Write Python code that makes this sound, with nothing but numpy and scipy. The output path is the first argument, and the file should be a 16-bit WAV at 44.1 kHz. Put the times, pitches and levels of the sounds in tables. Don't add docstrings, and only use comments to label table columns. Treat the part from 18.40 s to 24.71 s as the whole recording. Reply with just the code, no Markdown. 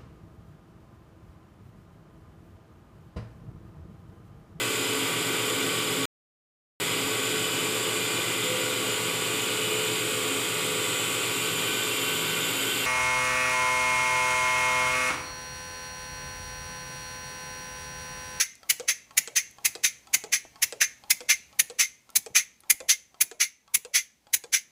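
import sys
import numpy as np
from scipy import signal
from scipy.fft import rfft, irfft, next_fast_len
from scipy.io import wavfile
from scipy.ndimage import uniform_filter1d

SR = 44100
rng = np.random.default_rng(int(sys.argv[2]) if len(sys.argv) > 2 else 0)


def generate_wav(signal):
    frames = np.transpose(np.atleast_2d(signal))
    scaled = np.clip(frames, -1, 1) * 32767
    pcm = np.round(scaled).astype(np.int16)
    wavfile.write(sys.argv[1], SR, pcm)


N = 278251

# sharp_start_s, long_start_s, sharp_db, sharp_bright_db, long_db, long_bright_db, clatter_db
CRANK_TURNS = [(-0.191, -0.002, -22, 0, -24.5, 0, -38), (0.2954, 0.4824, -22.5, 0.5, -24.5, 0.5, -35),
               (0.7727, 0.96, -21.5, -2.5, -24.5, 1.3, -38.5), (1.2487, 1.4385, -22, 0, -24.5, 2, -38),
               (1.7356, 1.9256, -21, -2.5, -23, -0.5, -36), (2.2219, 2.4091, -22, -1, -19.5, -4, -35.5),
               (2.702, 2.8922, -22, 1, -19.5, -2.5, -40), (3.1924, 3.3932, -20.5, -0.5, -22.5, 0.8, -39.5),
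               (3.7563, 3.9538, -22, 1, -20.5, -0.8, -36), (4.2996, 4.4908, -20.5, 0.5, -24.5, 4.5, -35),
               (4.8081, 5.004, -22.5, 0.5, -24, 0.6, -42), (5.3422, 5.5436, -25, 1.5, -24.5, 2.5, -41),
               (5.9335, 6.1301, -25, 1.1, -23.5, 0, -42)]
# time_s, length_s
SHARP_PUFF_LENGTH = [(0, 0.0172), (2.2, 0.02), (3.2, 0.0142), (4.3, 0.0145), (6, 0.018)]
# time_s, gain_db
SHARP_BEAM = [(0, -1.6), (2.2, -3), (3.2, -1.5), (4.2, 1.5), (6, 0.2)]
# freq_hz, density_db
SHARP_JET_SPECTRUM = [(100, -34.5), (400, -26), (800, -18), (1450, -11), (2150, 0.5), (3000, -3),
                      (5000, -3.5), (8500, -5), (11500, -2.5), (13300, -4.5), (15200, 0.5)]
LONG_JET_SPECTRUM = [(100, -44.5), (400, -22.5), (900, -17.5), (1400, -7.5), (2000, 1.5), (3000, -3),
                     (5000, -0.5), (7500, -3), (9000, -11.5), (11500, -10.5), (13300, -15), (15200, -8.5)]
# centre_hz, width_hz, lift_db
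SHARP_BORE_MODES = [(2184, 760, 6.5), (6460, 1700, 11), (10490, 1700, 11), (14500, 650, 4.5)]
LONG_BORE_MODES = [(2283, 970, 6.73), (6176, 780, 13.05), (10640, 1420, 14.16), (14800, 800, 4)]
# centre_hz, width_hz, level_db
SINGING_MODES = [(2090, 110, -2.5), (6310, 230, -3)]
# pitch_hz, t60_s, knock_db, tick_db
METAL_MODES = [(832, 0.11, -16.5, -8.5), (1130, 0.091, -26.5, -9.5), (1316, 0.074, -16.5, -7.5),
               (1640, 0.017, -8, -17), (2540, 0.018, -8.5, -14), (3300, 0.045, -12.5, -12),
               (4460, 0.0047, -5.5, 2.5), (6800, .014, -8.5, -12), (7690, 0.0079, -3, -18)]
# delay_s, level_db
KNOCK_CONTACTS = [(0, -1), (.005, -5), (.0095, -9.5)]
# time_s, gain_db
CRANK_PROXIMITY = [(0, 1), (2.4, -0.5), (3.3, -3.5), (6.31, -6)]
# start_s, level_db
SPIT_EVENTS = [(0.154, -37), (1.111, -38), (3.7025, -35), (4.205, -39)]
BUMP_EVENTS = [(2.051, -32.5)]
THUMP_EVENTS = [(3.904, -46.5)]
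# freq_hz, density_db
SNAP_SPECTRUM = [(1000, -28), (3300, -12), (4400, 3.5), (5600, -6), (7000, -1.5), (8400, 0),
                 (9500, -17), (15000, -36)]
KNOCK_SPECTRUM = [(100, -14), (600, 8.5), (1200, 3), (8300, -1), (9500, -18.5), (15000, -28)]
CLATTER_SPECTRUM = [(60, -15), (250, -10), (400, 1), (600, 5.5), (800, -5), (1100, -9.5), (2000, -43.5)]
TICK_SPECTRUM = [(100, -14), (600, 10), (8000, -2.5), (11000, -19.5), (15000, -29)]
SPIT_SPECTRUM = [(2000, -12.5), (7000, 1.5), (10000, 4), (15000, -8)]
BUMP_SPECTRUM = [(60, 7), (600, 12), (1300, 1), (3000, -18), (10000, -45)]
THUMP_SPECTRUM = [(60, -19), (120, -2), (160, -7), (260, -26), (1000, -52)]
RUB_SPECTRUM = [(100, -12.5), (220, -9.5), (450, -9.5), (850, 2.5), (1400, -13.5), (2500, -16.5),
                (10000, -23)]
SHUDDER_SPECTRUM = [(30, -13), (70, -2), (140, -0.5), (240, -5), (500, -8), (2000, -54.5)]
# freq_hz, t60_s
SHOP_DECAY = [(200, 0.87), (1300, .42), (2150, 0.46), (3200, 0.41), (5200, 0.35), (6300, 0.41), (7800, .36),
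              (10500, 0.3), (15000, 0.24)]
# time_s, gain_db
REVERB_LEVEL = [(0, -17), (2.5, -20), (3.7, -23.5), (6.31, -25)]
# freq_hz, density_db
RUMBLE_SPECTRUM = [(20, -33), (35, -20), (50, -4), (72, 4), (100, -6.5), (220, -0.5), (350, -7.5),
                   (800, -13.5), (1500, -14.5), (5000, -14.5), (15000, -22.5)]
# time_s, level_db
RUMBLE_LEVEL = [(0, -71), (1.35, -68.5), (3.2, -68), (3.6, -71.5), (4.7, -74), (5.1, -78), (6.31, -73.5)]
HUM_LEVEL = [(0, -78.5), (1.4, -72.5), (2.5, -75), (4.5, -91.5)]

STROKE_S = 0.19
LONG_PUFF_S, LONG_PUFF_EXPONENT = 0.029, 3.4
KNOCK_DELAY_S, KNOCK_EXPONENT = 0.1035, 0.6
TICK_LEAD_S = 0.064
KNOCK_BASE_DB, TICK_BASE_DB = -27, -39.5
RASP_SHARE, WHISTLE_SHARE = 0.87, 0.8
TOP_HZ = 15400


def exhaust(puffs, flow_db, jet, bore, gain_db, flutter_db, bass_fade_db):
    out, t = np.zeros(N), np.arange(-SR // 50, SR // 7) / SR
    hz = np.fft.rfftfreq(len(t), 1 / SR)
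    lift_db = sum(db / (1 + (2 * (hz - centre_hz) / width_hz) ** 2) for centre_hz, width_hz, db in bore)
    colour = amp(at_hz(jet, hz) + lift_db)
    colour /= np.sqrt(np.mean(colour ** 2 * (hz < 4500)))
    for start_s, length_s, level_db, bright_db, top_db in puffs:
        rasp_db, whistle_db = RASP_SHARE * bright_db, WHISTLE_SHARE * bright_db
        beam_db = at_hz([(2500, 0), (3100, rasp_db), (5000, rasp_db), (5800, whistle_db),
                         (7000, whistle_db), (9500, bright_db + top_db)], hz)
        air = irfft(rfft(rng.standard_normal(len(t))) * colour * amp(beam_db), len(t))
        bass = filtered(air, lambda f: 1 / (1 + (f / 1400) ** 6))
        air -= bass * (1 - amp(-bass_fade_db * np.maximum(t / length_s - 0.5, 0)))
        flutter = unit(uniform_filter1d(rng.standard_normal(len(t)), SR // 400))
        envelope = amp(level_db + gain_db + flow_db(t / length_s) + flutter_db * flutter)
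        add(out, start_s + t[0], envelope * air)
    return out


def port_flow(rise_db, open_at, exponent, hold_until, fall_db, shut_at, shut_over, shut_db):
    def flow_db(progress):
        opening = rise_db * np.maximum(open_at - progress, 0) ** exponent
        draining = fall_db * np.maximum(progress - hold_until, 0)
        shutting = shut_db * np.clip((progress - shut_at) / shut_over, 0, 1)
        return -opening - draining - shutting
    return flow_db


def sharp_puffs():
    return [(start_s, at_time(SHARP_PUFF_LENGTH, start_s), db, bright_db, at_time(SHARP_BEAM, start_s))
            for start_s, _, db, bright_db, *_ in CRANK_TURNS]


def long_puffs():
    return [(long_s, LONG_PUFF_S * ((long_s - sharp_s) / STROKE_S) ** LONG_PUFF_EXPONENT, db, bright_db, 0)
            for sharp_s, long_s, _, _, db, bright_db, _ in CRANK_TURNS]


def bore_singing(puffs, gain_db, peak_at, spread, rise):
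    out, t = np.zeros(N), np.arange(SR // 6) / SR
    for start_s, length_s, level_db, *_ in puffs:
        past_peak = t / length_s - peak_at
        swell = amp(level_db + gain_db) * np.exp(-(past_peak / spread) ** 2) * (1 - np.exp(-t / 0.004))
        for hz, width_hz, mode_db in SINGING_MODES:
            drift = slow_noise(width_hz / 2, 2 * len(t)).reshape(2, -1)
            phase = 2 * np.pi * np.cumsum(hz * (1 + rise * past_peak)) / SR
            band = drift[0] * np.cos(phase) + drift[1] * np.sin(phase)
            add(out, start_s, amp(mode_db) * swell * band)
    return out


def knock_events():
    return [(sharp_s + KNOCK_DELAY_S * ((long_s - sharp_s) / STROKE_S) ** KNOCK_EXPONENT,
             KNOCK_BASE_DB + at_time(CRANK_PROXIMITY, sharp_s), clatter_db)
            for sharp_s, long_s, *_, clatter_db in CRANK_TURNS]


def bearing_knocks(click_db, crack_db, snap_db, clatter_gain_db):
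    out, t = np.zeros(N), np.arange(SR // 5) / SR
    modes = [(hz, t60_s, db) for hz, t60_s, db, _ in METAL_MODES]
    for start_s, level_db, clatter_db in knock_events():
        snap = noise(SNAP_SPECTRUM, len(t)) * decay(t, t60_s=0.009)
        add(out, start_s, amp(level_db + snap_db) * snap)
        for delay_s, contact_db in KNOCK_CONTACTS:
            crack = amp(crack_db) * noise(KNOCK_SPECTRUM, len(t)) * decay(t, t60_s=0.018)
            click = amp(level_db + contact_db + click_db) * (metal_ring(modes, t) + crack)
            add(out, start_s + delay_s * rng.uniform(0.97, 1.0), click)
        clatter = noise(CLATTER_SPECTRUM, len(t)) * decay(t, t60_s=0.3) * (1 - np.exp(-t / 0.0017))
        add(out, start_s, amp(clatter_db + clatter_gain_db) * clatter)
    return out


def bearing_ticks(click_db, crack_db):
    out, t = np.zeros(N), np.arange(SR // 4) / SR
    modes = [(hz, t60_s, db) for hz, t60_s, _, db in METAL_MODES]
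    for sharp_s, *_ in CRANK_TURNS:
        crack = amp(crack_db) * noise(TICK_SPECTRUM, len(t)) * decay(t, t60_s=0.017)
        level_db = TICK_BASE_DB + at_time(CRANK_PROXIMITY, sharp_s) + click_db
        add(out, sharp_s - TICK_LEAD_S, amp(level_db) * (metal_ring(modes, t) + crack))
    return out


def metal_ring(modes, t):
    out = np.zeros(len(t))
    for hz, t60_s, level_db in modes:
        envelope = amp(level_db + rng.normal(0, 2)) * decay(t, t60_s)
        pitch_hz = hz * (1 + rng.normal(0, 0.025))
        out += envelope * np.sin(2 * np.pi * pitch_hz * t)
    return out


def hollow_ring(gain_db, start_hz, end_hz, glide_s, t60_s, attack_s):
    out, t = np.zeros(N), np.arange(SR // 5) / SR
    for start_s, _, clatter_db in knock_events():
        hz = (end_hz + (start_hz - end_hz) * np.exp(-t / glide_s)) * (1 + rng.normal(0, 0.02))
        tone = np.sin(2 * np.pi * np.cumsum(hz) / SR)
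        envelope = (1 - np.exp(-t / attack_s)) ** 2 * decay(t, t60_s)
        add(out, start_s, amp(clatter_db + gain_db) * envelope * tone)
    return out


def small_contacts(events, spectrum, t60_s, gain_db):
    out, t = np.zeros(N), np.arange(SR // 10) / SR
    for start_s, level_db in events:
        add(out, start_s, amp(level_db + gain_db) * decay(t, t60_s) * noise(spectrum, len(t)))
    return out


def port_face_rub(level_db, lead_s, width_s):
    t = np.arange(N) / SR
    speed = sum(np.exp(-((t - sharp_s + lead_s) / width_s) ** 2) for sharp_s, *_ in CRANK_TURNS)
    return amp(level_db + curve(CRANK_PROXIMITY)) * speed * noise(RUB_SPECTRUM, N)


def crate_shudder(level_db, delay_s, t60_s):
    out, t = np.zeros(N), np.arange(SR // 4) / SR
    envelope = amp(level_db) * decay(t, t60_s) * (1 - np.exp(-t / 0.0062))
    for sharp_s, *_ in CRANK_TURNS:
        add(out, sharp_s + delay_s, envelope * noise(SHUDDER_SPECTRUM, len(t)))
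    return out


def shop_echoes(x, near_db, wall_db):
    out, wet, block = np.zeros(N), amp(curve(REVERB_LEVEL)), SR // 4
    for start in range(0, N, block):
        hz, t, bins = signal.stft(rng.standard_normal(SR // 2), SR, nperseg=256)
        envelope = decay(t, at_hz(SHOP_DECAY, hz)[:, None]) * (1 - np.exp(-t / 0.0064))
        tail = signal.istft(bins * envelope, SR, nperseg=256)[1]
        response = wet[start] * tail / np.linalg.norm(tail)
        for first_s, last_s, echo_db in ((0.0008, 0.005, near_db), (0.006, 0.028, wall_db)):
            taps = (rng.uniform(first_s, last_s, size=3) * SR).astype(int)
            response[taps] += amp(echo_db) * rng.choice([-1, 1], size=3)
        add(out, start / SR, signal.fftconvolve(x[start:start + block], response))
    return out


def shop_rumble(gain_db):
    return amp(curve(RUMBLE_LEVEL) + gain_db) * noise(RUMBLE_SPECTRUM, N)


def shop_hum(pitch_hz, gain_db):
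    phase = 2 * np.pi * pitch_hz * np.arange(N) / SR + 0.6 * slow_noise(cutoff_hz=4, size=N)
    return amp(curve(HUM_LEVEL) + gain_db) * np.sin(phase)


def amp(db):
    return 10 ** (np.asarray(db) / 20)


def decay(t, t60_s):
    return amp(-60 * t / t60_s)


def unit(x):
    return x / np.sqrt(np.mean(x ** 2) + 1e-20)


def at_hz(rows, hz):
    freq_hz, values = np.transpose(rows)
    return np.interp(np.log(hz + 1), np.log(freq_hz), values)


def at_time(rows, time_s):
    return np.interp(time_s, *np.transpose(rows))


def curve(rows):
    return at_time(rows, np.arange(N) / SR)


def filtered(x, response):
    size = next_fast_len(len(x) + SR // 10)
    return irfft(rfft(x, size) * response(np.fft.rfftfreq(size, 1 / SR)), size)[:len(x)]


def noise(spectrum, size):
    return unit(filtered(rng.standard_normal(size), lambda hz: amp(at_hz(spectrum, hz))))


def slow_noise(cutoff_hz, size):
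    return unit(filtered(rng.standard_normal(size), lambda hz: 1 / (1 + (hz / cutoff_hz) ** 4)))


def add(track, start_s, sound):
    start = round(start_s * SR)
    sound = sound[max(-start, 0):max(N - start, 0)]
    track[max(start, 0):][:len(sound)] += sound


def scene():
    sharp_flow = port_flow(rise_db=58, open_at=0.46, exponent=2.03, hold_until=0.56, fall_db=12.5,
                           shut_at=0.88, shut_over=0.35, shut_db=10)
    long_flow = port_flow(rise_db=84.5, open_at=0.44, exponent=2.78, hold_until=0.43, fall_db=13.5,
                          shut_at=1.32, shut_over=0.7, shut_db=6)
    engine = exhaust(sharp_puffs(), sharp_flow, SHARP_JET_SPECTRUM, SHARP_BORE_MODES,
                     gain_db=-0.02, flutter_db=0.9, bass_fade_db=2.2)
    engine += exhaust(long_puffs(), long_flow, LONG_JET_SPECTRUM, LONG_BORE_MODES,
                      gain_db=0.37, flutter_db=1.24, bass_fade_db=5.5)
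    engine += bore_singing(long_puffs(), gain_db=-10.5, peak_at=1.3, spread=0.64, rise=0.02)
    engine += bore_singing(sharp_puffs(), gain_db=-11, peak_at=0.7, spread=0.28, rise=0.016)
    engine += bearing_knocks(click_db=-6, crack_db=-1.5, snap_db=-1.5, clatter_gain_db=-11.5)
    engine += bearing_ticks(click_db=-4, crack_db=-3)
    engine += hollow_ring(gain_db=13.5, start_hz=446, end_hz=530,
                          glide_s=0.023, t60_s=0.051, attack_s=0.0049)
    engine += small_contacts(SPIT_EVENTS, SPIT_SPECTRUM, t60_s=0.0069, gain_db=-3.5)
    engine += small_contacts(BUMP_EVENTS, BUMP_SPECTRUM, t60_s=0.027, gain_db=-8)
    engine += small_contacts(THUMP_EVENTS, THUMP_SPECTRUM, t60_s=0.13, gain_db=-4)
    engine += port_face_rub(level_db=-59, lead_s=0.0046, width_s=0.075)
    engine += crate_shudder(level_db=-50, delay_s=0.016, t60_s=0.13)
    room = shop_rumble(gain_db=5.5) + shop_hum(pitch_hz=123.5, gain_db=4)
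    return (engine + shop_echoes(engine, near_db=-11.5, wall_db=-22) + room)[None]


def record(dry):
    return filtered(dry[0], lambda hz: 1 / np.sqrt(1 + (hz / TOP_HZ) ** 200))[None]


dry = scene()
out = record(dry)
generate_wav(out)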